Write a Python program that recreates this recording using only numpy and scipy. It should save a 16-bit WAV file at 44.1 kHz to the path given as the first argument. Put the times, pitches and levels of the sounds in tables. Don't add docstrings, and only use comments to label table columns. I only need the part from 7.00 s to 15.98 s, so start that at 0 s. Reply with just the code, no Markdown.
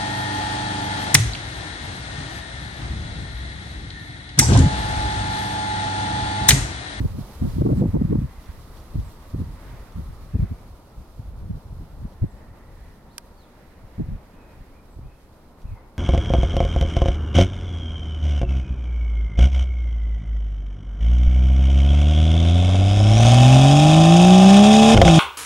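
import sys
import numpy as np
from scipy import signal
from scipy.fft import rfft, irfft
from scipy.io import wavfile
from scipy.ndimage import uniform_filter1d, map_coordinates

SR = 44100
rng = np.random.default_rng(int(sys.argv[2]) if len(sys.argv) > 2 else 0)


def dump_mix(stems):
    frames = np.atleast_2d(stems).T
    limited = np.clip(frames, -1, 1)
    pcm = np.round(limited * 32767).astype(np.int16)
    wavfile.write(sys.argv[1], SR, pcm)


N = 396018
T = np.arange(N) / SR

# f/Hz, relative level/dB
WASH_SPECTRUM = [(25, 8), (70, 12), (130, 5.5), (215, 6), (300, 3), (410, 0), (540, 0.5), (750, -3),
                 (920, -2), (1100, -6), (1400, -8.5), (1700, -18.5), (2600, -24.5), (6000, -45)]
SPLASH_SPECTRUM = [(700, -71), (1400, 2.5), (1850, 5), (2400, -1), (3000, -8), (4500, -16), (9000, -22)]
FOAM_SPECTRUM = [(1500, -4), (2800, -1), (4000, 1), (5200, -0.5), (6200, -3), (7500, -5), (8600, -2.5),
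                 (9600, -2.5), (11300, -3.5), (13000, -4.5), (15500, -9)]
# f/Hz, coherence/1, left minus right/dB
SURF_STEREO = [(60.36, 1, 0.5), (496, 0.88, -1), (1240, 0.59, 1), (2400, 0.27, -4.5), (4100, 0.3, -9),
               (7200, 0.12, -5), (11100, 0.72, 0.5), (15000, 0.8, -3)]
# t/s, relative level/dB
WASH_ENVELOPE = [(0, -54.5), (.55, -54.5), (1.3, -57.5), (2.5, -57.5), (2.66, -54.5), (2.9, -57),
                 (3.8, -59), (5.5, -58.5), (6.2, -60), (7.5, -58.5), (8.1, -62), (8.7, -59.5),
                 (8.98, -60.5)]
FOAM_ENVELOPE = [(0, -56.5), (.55, -55), (1, -61.5), (1.7, -60.5), (3, -61.5), (4.3, -66), (6.5, -67.5),
                 (8.98, -69.5)]
# t/s, hold/s, level/dB
BREAKING_WAVES = [(0, 1.52, -60), (1.7, 1.74, -63.5), (2.634, 0.088, -56), (3.351, 0.16, -63.5),
                  (5.4, 0.552, -65.5), (6.5, 1.11, -62.5), (8.679, 0.13, -65.5)]
# t/s, hold/s, centre f/Hz, level/dB
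HOLLOW_RUSHES = [(0, 3.34, 1145, -60), (.6, 2.2, 1908, -71.5), (5.2, 0.67, 1860, -67)]
WAVE_RISE_DB_PER_S = 54

# t/s, length/s, start f/Hz, middle f/Hz, end f/Hz, relative level/dB, waver/Hz
SMALL_BIRD_CHIRPS = [ (.735, 0.072, 9100, 8350, 7050, -54, 170), (2.02, 0.078, 8920, 8085, 7046, -58, 130),
                     (5.265, 0.077, 8730, 7997, 7020, -67, 170.6),
                     (6.088, 0.055, 3194, 4020, 4570, -61, 45.1),
                     (6.368, 0.098, 4780, 4000, 3170, -58.5, 30.4),
                     (7.875, 0.078, 8870, 8235, 7320, -68, 170.9), ]
SEABIRD_CRIES = [ (1.31, 0.11, 1997, 2032, 1913, -61, 90.2), (3.32, 0.16, 2808, 2383, 1909, -62, 109.5),
                 (3.48, 0.13, 2143, 2286, 2184, -64, 90), (5.76, 0.053, 1803, 1732, 1671, -62, 30.1),
                 (5.79, 0.11, 1888, 2030, 1932, -64, 110.1), (7.31, .29, 2458, 2528, 2306, -64, 45),
                 (7.7, .12, 2147, 2330, 2464, -64, 90.24), (8.0, 0.2, 2218, 2537, 2494, -67.5, 65),
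                 (8.275, 0.066, 947, 1040, 1028, -59, 69.9), (8.65, 0.11, 2450, 2540, 2314, -63.5, 100.2),
                 (8.7, 0.14, 2250, 2080, 1897, -59.5, 110.9), (8.745, 0.05, 850, 887, 901.5, -51, 90), ]

# t/s, level/dB
RUSTLE_TICKS = [(1.438, -58), (1.457, -56), (1.769, -56), (1.799, -58), (1.998, -59.5), (2.921, -60),
                (5.122, -63), (8.618, -61)]
# f/Hz, relative level/dB
TICK_SPECTRUM = [(1500, -27), (3400, 4), (4200, -9), (5800, -1), (9000, -25)]
# t/s, relative level/dB
BODY_TOUCHES = [(5.121, -46.5), (8.586, -44)]
# f/Hz, relative level/dB, t60/s
BODY_MODES = [(570, 3, .025), (820, -5, .02), (1150, -10, .015)]
# t/s, relative level/dB
PART_CONTACTS = [(6.1809, -18.5), (6.1825, -25), (6.1827, -23.5)]
# f/Hz, relative level/dB, t60/s, left minus right/dB
PART_MODES = [(931, -23.5, 0.082, 5), (1218, -24, 0.013, 0), (1575, -18, 0.019, -8), (2046, -23, 0.03, -1),
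              (2420, -14, 0.016, -2), (3024, -11.5, 0.0081, -7), (4400, -11.5, 0.0046, -4),
              (5710, -7.5, 0.0026, -14), (8740, -4.5, 0.0048, 0), (10230, -18, 0.005, 0),
              (11300, -12, 0.007, 1)]

# t/s, level/dB
BREEZE_ENVELOPE = [(0, -45), (1.7, -46), (3.3, -46), (3.8, -52), (4.7, -46), (6.6, -58), (7.3, -51.5),
                   (8.98, -54)]
# t/s, hold/s, level/dB, left port lag/s (positive: from the right)
WIND_GUSTS = [(0, 0.053, -22, .0011), (0.099, 0.13, -32, .001), (0.421, 0.068, -22.5, .0011),
              (0.543, 0.07, -27, .001), (0.611, 0.28, -20, .0006), (0.936, 0.24, -23, .0007),
              (1.183, 0.071, -25, .001), (1.488, 0.089, -40, .001), (1.701, 0.12, -42, 0),
              (1.95, 0.044, -27.5, .0004), (2.02, 0.064, -33.5, -.0009), (2.363, 0.068, -27, .0008),
              (2.452, 0.087, -35, -.0002), (2.657, 0.18, -39, 0), (2.967, 0.04515, -27, .0009),
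              (3.059, 0.043, -32, -.0007), (3.181, 0.085, -38.5, .0007), (3.346, 0.087, -23.5, -.0007),
              (3.51, 0.023, -30, -.0011), (3.613, 0.13, -43, 0), (3.981, .02, -35, .0008),
              (4.18, 0.23, -36, -.0003), (4.416, 0.16, -32.5, -.0008), (4.661, .17, -34.5, -.0003),
              (4.982, 0.082, -33, -.0008), (5.217, 0.033, -27, .001), (5.335, 0.024, -38, -.0002),
              (5.478, .025, -37, -.0002), (5.696, 0.21, -43.5, 0), (6.83, 0.023, -43, 0),
              (6.995, 0.0401, -27.5, .0008), (7.08, 0.08, -31, .001), (7.563, 0.052, -42, 0),
              (7.966, 0.12, -37.5, .0007), (8.649, 0.091, -34.5, .0009)]
# t/s, relative level/dB, core speed/air speed
EDDY_SLAPS = [(.008, -17, 0.96), (0.052, -16, 0.81), (0.189, -24, 1.48), (0.426, -16, 1.05),
              (.567, -21, 1.024), (0.59, -15.5, 0.92), (.619, -10.5, 1.58), (0.654, -13.5, 1.204),
              (0.668, -10.5, 1.33), (.692, -17, 1.76), (.707, -16.5, 1.63), (0.729, -10.5, 1.124),
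              (0.767, -18.5, 1), (0.796, -23, 1.21), (0.82, -10, 1.196), (.838, -13.5, 1.3),
              (0.859, -15, 1.21), (.951, -9.5, 1.204), (.968, -13, 1.25), (1.017, -14, 1.24),
              (1.054, -17.5, 1.026), (1.108, -18, 1.1), (1.13, -14, 1.55), (1.157, -13.5, 1.31),
              (1.19, -19, 0.83), (1.22, -21, 1.2), (1.496, -29.5, 1.05), (1.957, -21, 1.07),
              (1.993, -19.5, 0.66), (2.348, -21.5, 1.4), (2.398, -25.5, 1.22), (2.421, -21.5, 1.3),
              (2.986, -24, 1.1), (3.357, -16.5, .82), (3.4, -17.5, 0.85), (3.434, -16.5, 0.79),
              (3.519, -22.5, 1.12), (4.197, -30, 1.23), (4.508, -23, 1.31), (4.812, -29, 1.16),
              (5.054, -25.5, 1.08), (5.232, -17.5, 0.73), (5.242, -17.5, 1.53), (6.988, -26.5, 1.17),
              (7.004, -19, 1.215), (7.021, -26, 1.22), (7.09, -26, 1.09), (7.99, -32, 1.25),
              (8.055, -30.5, 0.82), (8.655, -30, 0.85), (8.725, -30, 0.83)]
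# f/Hz, relative level/dB
EDDY_SPECTRUM = [(12, -33), (25, -8.5), (50, 1.5), (90, 4.5), (160, 0.5), (300, -10), (430, -22.5),
                 (620, -31), (900, -55), (1500, -68), (4000, -102)]
# f/Hz, relative level/dB
RASP_SPECTRUM = [(200, -20), (400, 4.5), (620, 3.5), (900, -7.5), (1300, -23), (3500, -37.5)]
GUST_REF_DB, SPEED_EXPONENT = -19, .31


def undb(db):
    return 10 ** (np.asarray(db) / 20)


def per_sample(table):
    return np.interp(T, *np.transpose(table))


def per_bin(table, size):
    hz, *columns = np.transpose(table)
    bins_hz = np.maximum(np.fft.rfftfreq(size, 1 / SR), 1)
    return [np.interp(np.log(bins_hz), np.log(hz), c) for c in columns]


def noise(spectrum, size=N):
    x = irfft(rfft(rng.standard_normal(size)) * undb(per_bin(spectrum, size)[0]), size)
    return x / x.std()


def walk(rate_hz):
    return map_coordinates(rng.standard_normal(4096), [T * rate_hz], order=3, mode="wrap")


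def pan(db):
    return undb(np.array([[1], [-1]]) * db / 2)


def add(out, at_s, x):
    i = int(at_s * SR)
    out[..., i:i + x.shape[-1]] += x[..., :N - i]


def decay(t, t60_s):
    return np.exp(-np.log(1000) * t / t60_s)


def swell_db(at_s, hold_s, top_db, rise_db_per_s, fall_db_per_s):
    before_s, after_s = np.maximum(at_s - T, 0), np.maximum(T - at_s - hold_s, 0)
    return top_db - rise_db_per_s * before_s - fall_db_per_s * after_s


def far_noise(spectrum, flicker_db, flicker_hz, lag_s):
    coherence, tilt_db = per_bin(SURF_STEREO, N)
    mid, side = rfft(noise(spectrum)), rfft(noise(spectrum))
    pair = mid * np.sqrt(1 + coherence) + np.array([[1], [-1]]) * side * np.sqrt(1 - coherence)
    left_delay = np.exp(-2j * np.pi * np.fft.rfftfreq(N, 1 / SR) * np.array([[lag_s], [0]]))
    return irfft(pair * left_delay * pan(tilt_db), N) * undb(flicker_db * walk(flicker_hz)) / np.sqrt(2)


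def surf(wash_gain_db=10.5, foam_gain_db=2, lapping_db=-70.5, fall_db_per_s=35):
    wash = far_noise(WASH_SPECTRUM, flicker_db=1, flicker_hz=14, lag_s=-45e-6)
    splash = far_noise(SPLASH_SPECTRUM, flicker_db=1.96, flicker_hz=25, lag_s=-16e-6)
    foam = far_noise(FOAM_SPECTRUM, flicker_db=1, flicker_hz=26, lag_s=80e-6)
    wash_db = per_sample(WASH_ENVELOPE) + wash_gain_db
    foam_db = per_sample(FOAM_ENVELOPE) + foam_gain_db
    splash_db = lapping_db
    for at_s, hold_s, db in BREAKING_WAVES:
        splash_db = np.maximum(splash_db, swell_db(at_s, hold_s, db, WAVE_RISE_DB_PER_S, fall_db_per_s))
    return undb(wash_db) * wash + undb(splash_db) * splash + undb(foam_db) * foam


def hollow_waves(width_hz=270, drift_hz=25, fall_db_per_s=19, pan_db=-1):
    out = np.zeros((2, N))
    lowpass = signal.butter(2, width_hz / 2, fs=SR, output="sos")
    for at_s, hold_s, centre_hz, db in HOLLOW_RUSHES:
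        rush = signal.sosfilt(lowpass, rng.standard_normal((3, N)) + 1j * rng.standard_normal((3, N)))
        carrier = np.exp(2j * np.pi * np.cumsum(centre_hz + drift_hz * walk(3)) / SR)
        pair = np.real((rush[:2] + rush[2]) * carrier)
        out += pair / pair.std() * undb(swell_db(at_s, hold_s, db, WAVE_RISE_DB_PER_S, fall_db_per_s))
    return out * pan(pan_db)


def whistles(notes, waver_rate_hz, flutter_db=3.5):
    out, waver = np.zeros(N), walk(waver_rate_hz)
    for at_s, length_s, start_hz, middle_hz, end_hz, db, waver_hz in notes:
        progress = np.linspace(0, 1, int(length_s * SR))
        bend_hz = np.polyval(np.polyfit([0, .5, 1], [start_hz, middle_hz, end_hz], 2), progress)
        hz = bend_hz + waver_hz * np.roll(waver, -int(at_s * SR))[:len(progress)]
        envelope = undb(db) * np.sqrt(2 * np.abs(np.sin(np.pi * progress)))
        add(out, at_s, envelope * np.sin(2 * np.pi * np.cumsum(hz) / SR))
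    return out * undb(flutter_db * walk(waver_rate_hz / 2))


def cliff(x, direct_db, echo_db, t60_s, pan_db, build_s=.018):
    t = T[:SR]
    tail = rng.standard_normal((2, SR)) * decay(t, t60_s) * (1 - np.exp(-t / build_s))
    tail /= np.sqrt(np.sum(tail ** 2, axis=1, keepdims=True))
    echo = signal.fftconvolve(x[None], tail, axes=1)[:, :N]
    return (undb(direct_db) * x + undb(echo_db) * echo) * pan(pan_db)


def birds():
    chirps = whistles(SMALL_BIRD_CHIRPS, waver_rate_hz=310)
    cries = whistles(SEABIRD_CRIES, waver_rate_hz=220)
    return (cliff(chirps, direct_db=-9, echo_db=-12, t60_s=.48, pan_db=1)
            + cliff(cries, direct_db=-5, echo_db=-9, t60_s=.97, pan_db=2.5))


def rustle(fade_s=.0097, pan_db=-4):
    envelope = np.zeros(N)
    for at_s, db in RUSTLE_TICKS:
        add(envelope, at_s, undb(db) * np.exp(-T[:SR // 10] / fade_s))
    return envelope * noise(TICK_SPECTRUM) * pan(pan_db)


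def knocks():
    t, out = T[:SR // 10], np.zeros(N)
    ring = sum(undb(db) * decay(t, t60_s) * np.sin(2 * np.pi * hz * t) for hz, db, t60_s in BODY_MODES)
    for at_s, db in BODY_TOUCHES:
        add(out, at_s, undb(db) * ring)
    return out


def click(crack_db=-6, crack_pan_db=-5, crack_band_hz=(1100, 11500), crack_s=.001, lag_s=80e-6):
    t, out = T[:SR // 20], np.zeros((2, N))
    age_s = np.maximum(t - np.array([[lag_s], [0]]), 0)
    ring = 0
    for k, (hz, db, t60_s, pan_db) in enumerate(PART_MODES):
        mode = decay(age_s, t60_s) * np.sin(2 * np.pi * hz * age_s)
        ring += (-1) ** k * undb(db) * pan(pan_db) * mode
    bandpass = signal.butter(2, crack_band_hz, "band", fs=SR, output="sos")
    for at_s, db in PART_CONTACTS:
        crack = signal.sosfilt(bandpass, rng.standard_normal((2, len(t))) * np.exp(-t / crack_s))
        add(out, at_s, undb(db) * (ring + undb(crack_db) * pan(crack_pan_db) * crack))
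    return out


def air_stream(rise_db_per_s=649.5, fall_db_per_s=380.5, veer_s=.013, swirl_s=.00039,
               puff_db=3, flutter_db=1.75):
    air_db = per_sample(BREEZE_ENVELOPE) + puff_db * walk(15)
    lag_s = np.zeros(N)
    for at_s, hold_s, db, crossing_s in WIND_GUSTS:
        gust_db = swell_db(at_s, hold_s, db, rise_db_per_s, fall_db_per_s)
        lag_s = np.where(gust_db > air_db, crossing_s, lag_s)
        air_db = np.maximum(air_db, gust_db)
    lag_s = uniform_filter1d(lag_s, int(veer_s * SR)) + swirl_s * walk(28)
    return undb(air_db + flutter_db * walk(40)), lag_s


def eddy_slaps(slap_width_s=.0105, slap_gain_db=-1, core_width_s=.0015, core_gain_db=.5):
    slaps, suction, speedup = np.zeros(N), np.zeros(N), np.ones(N)
    for at_s, db, core_speed in EDDY_SLAPS:
        near = slice(max(int((at_s - 4 * slap_width_s) * SR), 0), int((at_s + 4 * slap_width_s) * SR))
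        offset_s = (T[near] - at_s) * core_speed
        swell = np.exp(-.5 * (offset_s / slap_width_s) ** 2)
        slaps[near] = np.maximum(slaps[near], undb(db + slap_gain_db) * swell)
        speedup[near] *= core_speed ** np.sqrt(swell)
        radii = offset_s * undb(db - GUST_REF_DB) ** SPEED_EXPONENT / core_width_s
        suction[near] += undb(db + core_gain_db) * (radii ** 2 - 1) * np.exp(-.5 * radii ** 2)
    return slaps, suction, speedup


def eddy_pattern(size=2 ** 19, window_s=.029):
    eddies, window = noise(EDDY_SPECTRUM, size), int(window_s * SR)
    power = uniform_filter1d(uniform_filter1d(eddies ** 2, window), window)
    return eddies / np.sqrt(power + 1e-9)


def wind(jerk_db=1.34, jerk_rate_hz=170, rasp_db=-52, port_turbulence_db=-12):
    stream, lag_s = air_stream()
    jerks = undb(jerk_db * np.tanh(walk(jerk_rate_hz)))
    slaps, suction, speedup = eddy_slaps()
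    surge = jerks * speedup
    lag_s /= speedup
    strength = np.maximum(stream, slaps)
    travel = np.cumsum(surge * (strength / undb(GUST_REF_DB)) ** SPEED_EXPONENT)
    eddies = eddy_pattern()
    rasp = undb(rasp_db) * (slaps * surge / undb(GUST_REF_DB)) ** 2 * noise(RASP_SPECTRUM)
    ports = []
    for port_t in (T - lag_s / 2, T + lag_s / 2):
        pressure = eddies + undb(port_turbulence_db) * noise(EDDY_SPECTRUM, len(eddies))
        passing = map_coordinates(pressure, [np.interp(port_t, T, travel)], order=1, mode="wrap")
        ports.append(passing * strength + np.interp(port_t, T, suction + rasp))
    return np.array(ports)


def scene():
    return wind() + surf() + hollow_waves() + birds() + click() + rustle() + knocks()


def limiter(x, ceiling_db=-9, release_db_per_s=70):
    over_db = np.maximum(20 * np.log10(np.abs(x).max(axis=0) + 1e-9) - ceiling_db, 0)
    recovery_db = release_db_per_s * T
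    cut_db = np.maximum.accumulate(over_db + recovery_db) - recovery_db
    return x * undb(-uniform_filter1d(cut_db, size=96))


def record(dry):
    fade_in = np.minimum(T / .005, 1)
    lowpass = signal.ellip(10, .2, 80, 15850, fs=SR, output="sos")
    return signal.sosfilt(lowpass, limiter(dry * fade_in))


dry = scene()
out = record(dry)
dump_mix(out)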